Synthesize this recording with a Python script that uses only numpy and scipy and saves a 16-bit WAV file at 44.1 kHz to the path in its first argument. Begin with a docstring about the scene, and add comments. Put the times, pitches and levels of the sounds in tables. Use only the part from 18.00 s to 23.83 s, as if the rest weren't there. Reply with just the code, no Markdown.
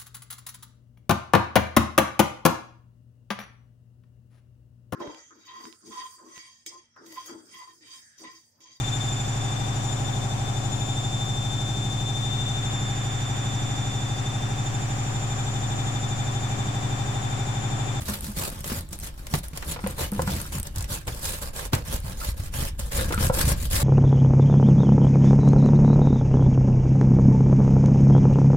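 """Grating gourd on steel graters

Two people grate gourd on steel graters that stand in a wide steel plate. Each pass is a dense crackle of
tearing pulp that rings the steel sheet, shakes the grater and excites the plate. Low thuds decay as the gourd
lands or the grater's foot knocks, and these blows ring plate modes; shreds snap as noise bursts and bangles
tick with short high modes, over a growing low rumble, faint room noise and a short tail."""
import sys
import numpy as np
from scipy import signal
from scipy.fft import rfft, irfft
from scipy.io import wavfile
from scipy.ndimage import uniform_filter1d

SR = 44100
rng = np.random.default_rng(int(sys.argv[2]) if len(sys.argv) > 2 else 0)


def transcribe(signal):
    """Save signal, clipped to [-1, 1], as a 16-bit WAV file at the path in sys.argv[1]."""
    frames = np.atleast_2d(signal).T
    limited = np.clip(frames, -1, 1)
    pcm = np.round(limited * 32767).astype(np.int16)
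    wavfile.write(sys.argv[1], SR, pcm)


N = 257103
T = np.arange(N) / SR  # time axis, s
HZ = np.fft.rfftfreq(N, 1 / SR)  # frequency axis, Hz


def amp(db):
    """Decibels to gain."""
    return 10 ** (np.asarray(db) / 20)


def unit(x):
    """Scales to rms 1."""
    return x / np.sqrt(np.mean(x ** 2) + 1e-20)


def read(points, hz):
    """Reads a table on a log-frequency axis."""
    f, value = np.transpose(points)
    return np.interp(np.log(hz + 1), np.log(f + 1), value)


def over_time(points):
    """Reads a table of (time, value) as a straight-line curve over the scene."""
    return np.interp(T, *np.transpose(points))


def colour(x, db):
    """Filters x by a gain curve in dB, then scales to rms 1."""
    return unit(irfft(rfft(x) * amp(db), N))


def pair(x, likeness):
    """Mixes two unrelated signals into a partly alike left and right."""
    c = np.clip(likeness, -.99, .99)
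    shared = np.sqrt((1 + c) / 2) * x[0]
    opposed = np.sqrt((1 - c) / 2) * np.array([x[1], -x[1]])
    return shared + opposed


def noise(spectrum, likeness):
    """Stereo noise of a given spectrum."""
    white = rng.standard_normal((2, N))
    return colour(pair(white, likeness), read(spectrum, HZ))


def add(mix, s, sound):
    """Adds a stereo sound at time s."""
    part = mix[:, max(round(s * SR), 0):][:, :sound.shape[1]]
    part += sound[:, :part.shape[1]]


def dying(t, t60):
    """Falls by 60 dB in t60."""
    return np.exp(-np.log(1000) * t / t60)


def catches(per_s, t60, spread_db, steady):
    """Force on the teeth: each bites suddenly and lets go, over a steady drag."""
    sizes = amp(spread_db * np.minimum(rng.exponential(1, N), 3))
    bites = (rng.random(N) < per_s / SR) * sizes
    biting = signal.oaconvolve(bites, dying(T[:SR // 10], t60))[:N]
    return unit(abs(steady + unit(biting)))


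def crackle(per_s, spread_db):
    """Bursting cells: tiny clicks of uneven size, scattered differently to each side."""
    size = amp(spread_db * np.minimum(rng.exponential(1, (2, N)), 4))
    return (rng.random((2, N)) < per_s / SR) * size * rng.choice([-1, 1], (2, N))


def teeth(per_s, t60, spread_db, count=48):
    """Each tooth that lets go plucks its own patch of the sheet: brief rings of scattered pitch."""
    out, t = np.zeros((2, N)), T[:SR // 16]
    hz = np.geomspace(450, 7000, count) * rng.uniform(0.98, 1.03, count)
    for when, which, size, left, right in rng.random((int(per_s * N / SR), 5)):
        f = hz[int(which * count)]
        phase = np.array([[left], [right]])  # cycles
        # t60 holds at 1 kHz; higher patches ring shorter and louder
        ring = np.sin(2 * np.pi * (f * t + phase)) * dying(t, t60 * np.sqrt(1000 / f))
        size_db = -spread_db * np.log(size + 0.029)
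        add(out, when * N / SR, amp(size_db) * ring * f / 1000)
    return unit(out)


def patches(shape, across, along):
    """Colour that shifts as the contact slides: noise smoothed across frequency bins and along frames."""
    across_bins = uniform_filter1d(rng.standard_normal(shape), across, 0)
    return unit(uniform_filter1d(across_bins, along, 1))


def stroke_db(t):
    """Hiss, scrape and shake levels at times t: each pass presses in, swells or eases, and lets go."""
    # passes of the gourd over the teeth; the three levels are relative: start_s, length_s,
    # full_pressure_after_s, release_t60_s (ring-on adds to it), swell_start_to_end_db, hiss_db, scrape_db, shake_db
    passes = [ (0, 0.056, 0.0098, .16, -9, -47, -45, -39), (0.045, 0.097, 0.049, 0.2, -3, -36, -38, -34),
              (.215, 0.13, 0.038, 0.16, -17.5, -44, -49.5, -38),
              (0.343, .14, 0.044, .13, -4.5, -36.5, -36.5, -35),
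              (.507, 0.094, .02, 0.23, -4.5, -48.5, -44, -37),
              (0.628, 0.16, 0.053, 0.1, -1.5, -37.5, -40.5, -34),
              (0.904, 0.047, .03, .12, -8, -44, -45.5, -34), (0.995, 0.09, 0.04, 0.096, -8, -41, -46, -43),
              (1.166, .13, 0.016, .16, -5, -57, -49, -46),
              (1.291, 0.095, 0.049, .06, -0.5, -37.5, -42, -34),
              (1.428, 0.023, .011, .1, -1, -44.5, -48, -55), (1.528, 0.12, 0.043, .16, -2, -50, -43.5, -44),
              (1.649, 0.079, 0.037, 0.076, 1, -36, -41.5, -35.5),
              (1.749, 0.16, .012, 0.23, 16.5, -55, -48.5, -43.5),
              (1.964, 0.082, 0.043, .11, 1.5, -32.5, -31.5, -30.5),
              (2.125, 0.11, .011, .16, 4.5, -48.5, -43, -32.5),
              (2.248, 0.24, 0.097, 0.21, -20.5, -39.5, -37.5, -31),
              (2.507, 0.073, 0.032, 0.05, 0, -40.5, -37.5, -33.5),
              (2.632, .042, 0.045, 0.03, 1, -42, -35.5, -39.5),
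              (2.737, 0.093, 0.025, 0.1, 1, -52.5, -38.5, -36.5),
              (2.875, 0.077, 0.045, .16, -2.5, -33, -38, -33),
              (3.067, 0.15, 0.0062, .16, -4, -46, -43.5, -40),
              (3.208, .15, 0.035, 0.23, -4.5, -34.5, -39.5, -38.5),
              (3.401, 0.077, 0.034, 0.11, -8.5, -41, -38.5, -34),
              (3.527, .13, .042, .07, -4.5, -40, -36.5, -41.5),
              (3.718, 0.1, 0.023, 0.2, -18, -50, -33.5, -29.5),
              (3.843, 0.095, .018, 0.22, 8.5, -41.5, -41, -37.5),
              (4.025, 0.1, 0.037, 0.16, -2.5, -45, -42, -34.5),
              (4.154, .15, 0.11, .06, -5, -36.5, -39.5, -41), (4.358, 0.11, .035, .09, -1, -45, -48, -39),
              (4.516, 0.17, 0.055, 0.076, -8, -36.5, -39, -30.5),
              (4.781, 0.11, 0.014, 0.15, -11, -43, -46.5, -39),
              (4.904, 0.096, 0.06, 0.23, -1, -29, -35, -27.5),
              (5.01, 0.17, 0.022, .16, -3, -46.5, -42.5, -30),
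              (5.18, 0.086, .03, 0.098, 0.5, -30.5, -35, -25),
              (5.318, .11, 0.043, 0.13, 3, -31.5, -35.5, -28),
              (5.444, 0.081, 0.036, 0.062, 1, -30, -33.5, -24.5),
              (5.55, 0.11, 0.03, 0.092, 7.5, -41, -46.5, -34.5),
              (5.696, 0.15, 0.064, .16, -12, -27, -31.5, -26.5), ]
    # hiss, scrape and shake in turn, ringing on and while the gourd rests: added_t60_s, rest_level_db (relative)
    ring_on = [(.01, -63.5), (.09, -54), (.18, -49)]
    start, length, rise, release, swell_db, *levels = np.transpose(passes)[:, :, None]
    since = t - start
    swell = amp(swell_db * (np.clip(since / length, 0, 1) - .5))
    pressure = np.clip(since / rise, 0, 1) * swell
    after = np.maximum(since - length, 0)
    curves = []
    for db, (ring, rest_db) in zip(levels, ring_on):
        strokes = amp(db) * pressure * dying(after, release + ring)
        power = (strokes ** 2).sum(0) + amp(rest_db) ** 2
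        curves.append(10 * np.log10(power))
    return curves


def grating():
    """The teeth tear the flesh into fine and coarse crackle (hiss) and ring the steel sheet (scrape)."""
    # where the work is heard, positive to the left: time_s, left_minus_right_db
    position = [(0.0, -0.5), (0.96, 0.0), (1.57, -1), (2.61, 0.5), (2.87, -1.5), (3.67, -2), (4.59, -2.0),
                (5.23, 1.5), (5.38, -0.5), (5.55, 2), (5.83, 0)]
    # relative colour of the rasp at equal hiss and scrape: frequency_hz, level_db_per_hz
    rasp_spectrum = [(180, 5), (360, 7.5), (520, 7.5), (650, 7.5), (1100, 5), (1650, 2.5), (1850, 1.5),
                     (3000, 1.5), (4000, 2.5), (6000, 0.5), (8500, 4.5), (11000, 3.5), (14000, 1),
                     (16000, -7.5)]
    force = catches(per_s=130, t60=.026, spread_db=3.5, steady=1.2)
    fine = force * unit(pair(crackle(per_s=11000, spread_db=1.5), 0.014))
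    grain = rng.standard_normal((2, 200)) * dying(T[:200], 0.0076)
    coarse = unit(signal.oaconvolve(crackle(per_s=260, spread_db=-2.5), grain, axes=1)[:, :N])
    plucked = teeth(per_s=650, t60=0.078, spread_db=0.5)
    grit = fine + amp(-8.5) * coarse + amp(-11) * plucked

    hz, t, z = signal.stft(colour(grit, read(rasp_spectrum, HZ)), SR, nperseg=256)
    hiss_db, scrape_db, _ = stroke_db(t)
    # share that follows the tearing, not the sheet
    treble = read([(1300, 0.32), (3200, 0.56), (8000, 0.85), (15000, 0.81)], hz)[:, None]
    level_db = treble * hiss_db + (1 - treble) * scrape_db
    shifting_db = 2 * patches(z.shape[1:], across=6, along=9)  # about 1 kHz by 26 ms
    rasp = signal.istft(z * amp(level_db + shifting_db + 4.0), SR, nperseg=256)[1][:, :N]
    side_db = over_time(position)
    return rasp * amp(np.array([side_db, -side_db]) / 2)


def plate(rasp):
    """The scraping passes through the grater's foot and makes the plate resound."""
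    # broad resonances of the plate under a scraping grater: frequency_hz, width_hz, level_db
    resonances = [(500, 83, 2), (1040, 100, -11), (1480, 97, -16), (1647, 98, -0.5)]
    # how firmly the grater's foot bears on the plate: time_s, drive_db
    footing = [(0, -11), (1.8, -16), (2.7, -8), (3.2, -4), (4.7, -4.5), (5.0, 5), (5.8, -3.5)]
    response = sum(amp(db) / (1 + 2j * (HZ - hz) / width) for hz, width, db in resonances)
    drive = rasp * amp(over_time(footing))
    return irfft(rfft(drive) * response, N)


def shaking():
    """The juddering gourd shakes the grater; the long leaning one sounds lower than the upright one."""
    # relative body colour of the upright grater: frequency_hz, level_db_per_hz
    upright_spectrum = [(35, -19), (70, 10.5), (110, 5), (160, 4.5), (215, -4), (270, -7), (380, -12.5),
                        (600, -44)]
    # relative body colour of the leaning grater: frequency_hz, level_db_per_hz
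    leaning_spectrum = [(35, -49), (65, 7), (110, 1), (160, -3.5), (215, -9.5), (280, -15.5), (380, -22.5),
                        (600, -69)]
    leaning_from_s = 2.72
    judder = pair(crackle(per_s=420, spread_db=1.1), 0.99)
    leaning = np.clip((T - leaning_from_s) * 20, 0, 1)  # 50 ms crossfade
    upright_body = colour(judder, read(upright_spectrum, HZ))
    leaning_body = colour(judder, read(leaning_spectrum, HZ))
    body = (1 - leaning) * upright_body + leaning * leaning_body
    t = T[::128]  # coarse steps suffice for the level
    return np.interp(T, t, amp(stroke_db(t)[2] + 0.12)) * body


def rumble():
    """Low noise, nearly alike on both sides, that grows overall as the work goes on."""
    # relative colour of the rumble: frequency_hz, level_db_per_hz
    rumble_spectrum = [(8, -7), (25, -3), (40, -0.5), (52, 0), (70, -5.5), (110, -16.5), (300, -114)]
    # loudness of the rumble: time_s, rms_level_db
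    rumble_level = [(0, -41.5), (1.3, -38), (1.8, -38.5), (2.8, -37.5), (3.6, -35.5), (4.6, -31.5),
                    (5.4, -28), (5.83, -29)]
    return amp(over_time(rumble_level)) * noise(rumble_spectrum, 0.98)


def air():
    """The quiet room: faint steady noise, strongest in the lows."""
    # relative colour of the room noise: frequency_hz, level_db_per_hz
    air_spectrum = [(20, 31), (100, 6), (300, 14.5), (1000, -31), (4000, -35), (16000, -84)]
    return amp(-51.5) * noise(air_spectrum, 0.78)


def kitchen(x):
    """A short diffuse tail of decaying noise, its highest treble dying first."""
    # decay of the room: frequency_hz, t60_s
    decay = [(100, 0.11), (500, 0.18), (3000, 0.2), (15000, 0.033)]
    hz, t, z = signal.stft(rng.standard_normal((2, SR // 2)), SR, nperseg=256)
    fading = z * dying(t, read(decay, hz)[:, None]) * (t > 0)
    tail = signal.istft(fading, SR, nperseg=256)[1]
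    return signal.fftconvolve(x, tail / np.linalg.norm(tail[0]), axes=1)[:, :N]


def snaps():
    """A shred snaps off a tooth: a sharp bright crack and a short, duller scatter from the plate."""
    # snaps, levels relative within each layer: start_s, bright_level_db, dull_level_db
    snap_events = [(0.0188, -25, -33), (0.643, -18, -30.5), (0.909, -36, -55), (0.9297, -17, -36),
                   (1.268, -20.5, -32), (1.44, -26, -42), (1.574, -15, -28.5), (1.624, -23.5, -47),
                   (2.2192, -14, -30), (2.5256, -21, -32), (2.6698, -17.5, -51), (2.7597, -17, -36),
                   (2.7733, -27, -37), (2.783, -16.5, -43), (2.7934, -29, -46), (2.807, -18, -36),
                   (2.8242, -19, -51), (2.8427, -21.5, -32.5), (3.1467, -24.5, -49), (3.254, -12, -30),
                   (3.7503, -11.5, -27.5), (3.918, -30, -34), (4.539, -23, -31), (4.798, -20, -41),
                   (5.3423, -18, -44)]
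    out, t = np.zeros((2, N)), T[:SR // 8]
    bright = noise([(1500, -33), (3500, 0.0), (8000, 8.5), (12000, 2), (16000, -3.0)], 0.065)
    dull = noise([(200, -39), (500, 8.5), (1500, 3), (3000, 3.5), (5000, -11)], 0.066)
    for s, db, dull_db in snap_events:
        at = slice(round(s * SR), round(s * SR) + len(t))
        sharp = amp(db - 12.5) * bright[:, at] * (dying(t, 0.025) + 0.19 * dying(t, 0.029))
        scatter = amp(dull_db - 4.5) * dull[:, at] * dying(t, 0.047)
        add(out, s, sharp + scatter)
    return out


def thuds():
    """A damped low swing of the grater, with a short crunch of bursting cells."""
    # low thuds, as the gourd lands or the foot knocks: start_s, swing_level_db, pitch_hz, t60_s, crunch_level_db
    thud_events = [(0.089, -27, 203.5, 0.36, -40), (.122, -31, 204, 0.14, -41), (.285, -27, 206, 0.16, -52),
                   (0.371, -25.5, 176, 0.097, -47), (0.699, -28, 82.8, 0.42, -30.5),
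                   (.718, -21, 223, 0.067, -32.5), (1.338, -17.5, 146.5, 0.12, -21),
                   (1.532, -31.5, 156, 0.14, -40.5), (1.84, -19.5, 197, 0.16, -54),
                   (2.122, -20.5, 200.7, 0.26, -58), (2.193, -20, 150, 0.06, -50),
                   (2.276, -19, 190, 0.14, -33.5), (2.548, -31.5, 197, 0.23, -50),
                   (2.772, -22.5, 89.8, 0.34, -49), (3.078, -27.5, 115, 0.27, -25.5),
                   (3.732, -12.5, 131, 0.085, -18.5), (3.944, -11, 68, 0.037, -53),
                   (4.287, -12.5, 75, 0.042, -49), (4.399, -21.5, 95.5, 0.08, -41),
                   (5.105, -27, 312, 0.066, -40), (5.123, -23, 111, 0.04, -23.5),
                   (5.178, -22.5, 207.4, .13, -46), (5.299, -10, 132, 0.034, -46),
                   (5.375, -33, 328, 0.07, -42), (5.441, -13, 68, 0.081, -48)]
    out, t = np.zeros((2, N)), T[:SR // 3]
    cells = pair(crackle(per_s=8300, spread_db=1.5), 0.032)
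    crunch_spectrum = [(100, -31), (280, 14.5), (600, 2.0), (900, 3.5), (2200, 0.0), (5000, -5),
                       (10000, -9.5), (16000, -11.5)]  # Hz, dB per Hz
    crunch = colour(cells, read(crunch_spectrum, HZ))
    for s, db, hz, t60, crunch_db in thud_events:
        low = -np.sin(2 * np.pi * hz * t) * dying(t, t60)
        fifth = 0.076 * np.sin(2 * np.pi * hz * 1.5 * t) * dying(t, t60 * 0.66)
        crunching = crunch[:, round(s * SR):][:, :len(t)] * dying(t, 0.085)
        add(out, s, amp(db) * (low - fifth) + amp(crunch_db) * crunching)
    return out


def bangles():
    """Hard bangles tick together with two very short, high modes and a little noise."""
    # ticks, levels relative to each other: start_s, level_db, pitch_hz
    tick_events = [(0.2082, -26.5, 9140), (0.501, -29.5, 9200), (0.591, -37, 8920), (0.606, -30.5, 8600),
                   (0.8084, -32, 9000), (0.8894, -39, 7920), (0.989, -30.5, 9120), (0.9997, -31, 8250),
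                   (1.4834, -30.5, 9100), (1.8726, -22.5, 9100), (1.9094, -31, 8300), (2.1184, -26, 9200),
                   (2.134, -32, 8640), (2.4153, -24, 8900), (2.463, -32.5, 8700), (2.585, -27, 8500),
                   (2.599, -23, 8820), (2.63, -24.5, 8100), (4.0028, -33.5, 9250), (5.1445, -22, 8200),
                   (5.2884, -26, 8000)]
    out, t = np.zeros((2, N)), T[:SR // 30]
    phase = np.array([[0], [np.pi / 2]])  # left, right
    for s, db, hz in tick_events:
        lower = np.sin(2 * np.pi * hz * t + phase)
        upper = 0.64 * np.sin(2 * np.pi * hz * 1.38 * t - phase)
        grit = 0.22 * rng.standard_normal((2, len(t))) * dying(t, 0.02)
        click = (lower + upper) * dying(t, 0.0076) + grit
        add(out, s, amp(db + 5.5) * click * (1 - np.exp(-t / 0.00015)))
    return out


def knocks():
    """The gourd lands on the grater or the foot strikes the plate: each blow rings its own range of modes under
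    a noisy crack."""
    # blows: start_s, ring_level_db, centre_of_modes_hz, spread_octaves, crack_level_db
    blows = [(1.337, -23.5, 806, .25, -36), (1.625, -33.5, 1210, 0.93, -31),
             (1.761, -27.5, 900, 0.77, -35.5), (1.79, -29.5, 905, 0.57, -39.5), (1.839, -29, 1100, .7, -34),
             (1.863, -21.5, 630, 0.47, -31), (2.124, -31, 700, 1.2, -50), (2.193, -15.5, 760, 0.76, -38),
             (2.275, -23, 1150, 0.67, -33), (2.291, -26, 900, 0.62, -36), (2.452, -34.5, 1400, 0.52, -54),
             (3.076, -31, 590, 0.64, -52), (3.735, -26, 780, 0.31, -25.5), (4.213, -29.5, 1330, 0.089, -52),
             (4.989, -27, 1510, 0.28, -34), (5.107, -23, 1000, 1.3, -36), (5.138, -22, 1410, 0.26, -37),
             (5.176, -25, 1300, 0.34, -27.5), (5.298, -13, 550, 0.92, -49), (5.372, -25, 900, 1.2, -34)]
    # plate and grater ringing together: mode_hz, relative_level_db, t60_s
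    plate_modes = [(245, -9, .09), (492, -7, .26), (512, 1.5, .07), (730, -2, .05), (770, -15, .2),
                   (860, -3, .05), (970, -1, .055), (1010, -17, .18), (1250, -5, .055), (1340, -8, .08),
                   (1440, -5, .065), (1620, -8, .07), (1930, -7, .04), (2200, -9, .05)]
    out, t = np.zeros((2, N)), T[:SR // 3]
    hz, mode_db, t60 = np.transpose(plate_modes)[:, :, None]
    crack = noise([(200, 4), (600, -9.0), (1600, 0.5), (2200, 0), (3300, -6.5), (5000, -11), (12000, -37)], .1)
    # higher modes are further out of step between the sides, in cycles
    sides = np.array([[[1]], [[-1]]]) * np.minimum(hz / 9000, .12)
    for s, db, centre_hz, octaves, crack_db in blows:
        weight = amp(mode_db) * np.exp(-.5 * (np.log2(hz / centre_hz) / octaves) ** 2)
        detune = rng.uniform(.975, 1.025)  # pitch differs a little from blow to blow
        # the phase of upper modes depends on the spot that is hit
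        scatter = rng.uniform(-1.04, 1, hz.shape) * np.clip((hz - 500) / 1500, 0, .5)
        modes = np.sin(2 * np.pi * (detune * hz * t + scatter + sides)) * dying(t, t60)
        ring = (weight / np.linalg.norm(weight) * modes).sum(1)
        cracking = crack[:, round(s * SR):][:, :len(t)] * dying(t, 0.059)
        blow = amp(db) * ring + amp(crack_db) * cracking
        add(out, s, blow * (1 - np.exp(-t / .0006)))  # soft onset
    return out


def scene():
    """Work on the graters, a low rumble, and the quiet room."""
    rasp = grating()
    steel = rasp + plate(rasp) + snaps() + bangles() + knocks()
    work = steel + shaking() + thuds()
    return work + amp(-10.0) * kitchen(steel) + rumble() + air()


def record(dry):
    """The width of the microphone pair, then the recorder's band limits."""
    # how wide the pair hears: frequency_hz, left_right_difference_gain_db
    width = [(60, 2.5), (130, 1.5), (230, 1.5), (330, -4.5), (500, -3), (1000, 0.7), (3000, 0.6),
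             (8000, 0.5)]
    edge_hz = 16150
    side = irfft(rfft(dry[0] - dry[1]) / 2 * amp(read(width, HZ)), N)
    heard = dry.mean(0) + np.array([side, -side])
    low_cut = signal.butter(1, 10, "high", fs=SR, output="sos")
    high_cut = signal.firwin(511, edge_hz, window=("kaiser", 9), fs=SR)
    return signal.oaconvolve(signal.sosfilt(low_cut, heard), high_cut[None], "same")


dry = scene()
out = record(dry)
transcribe(out)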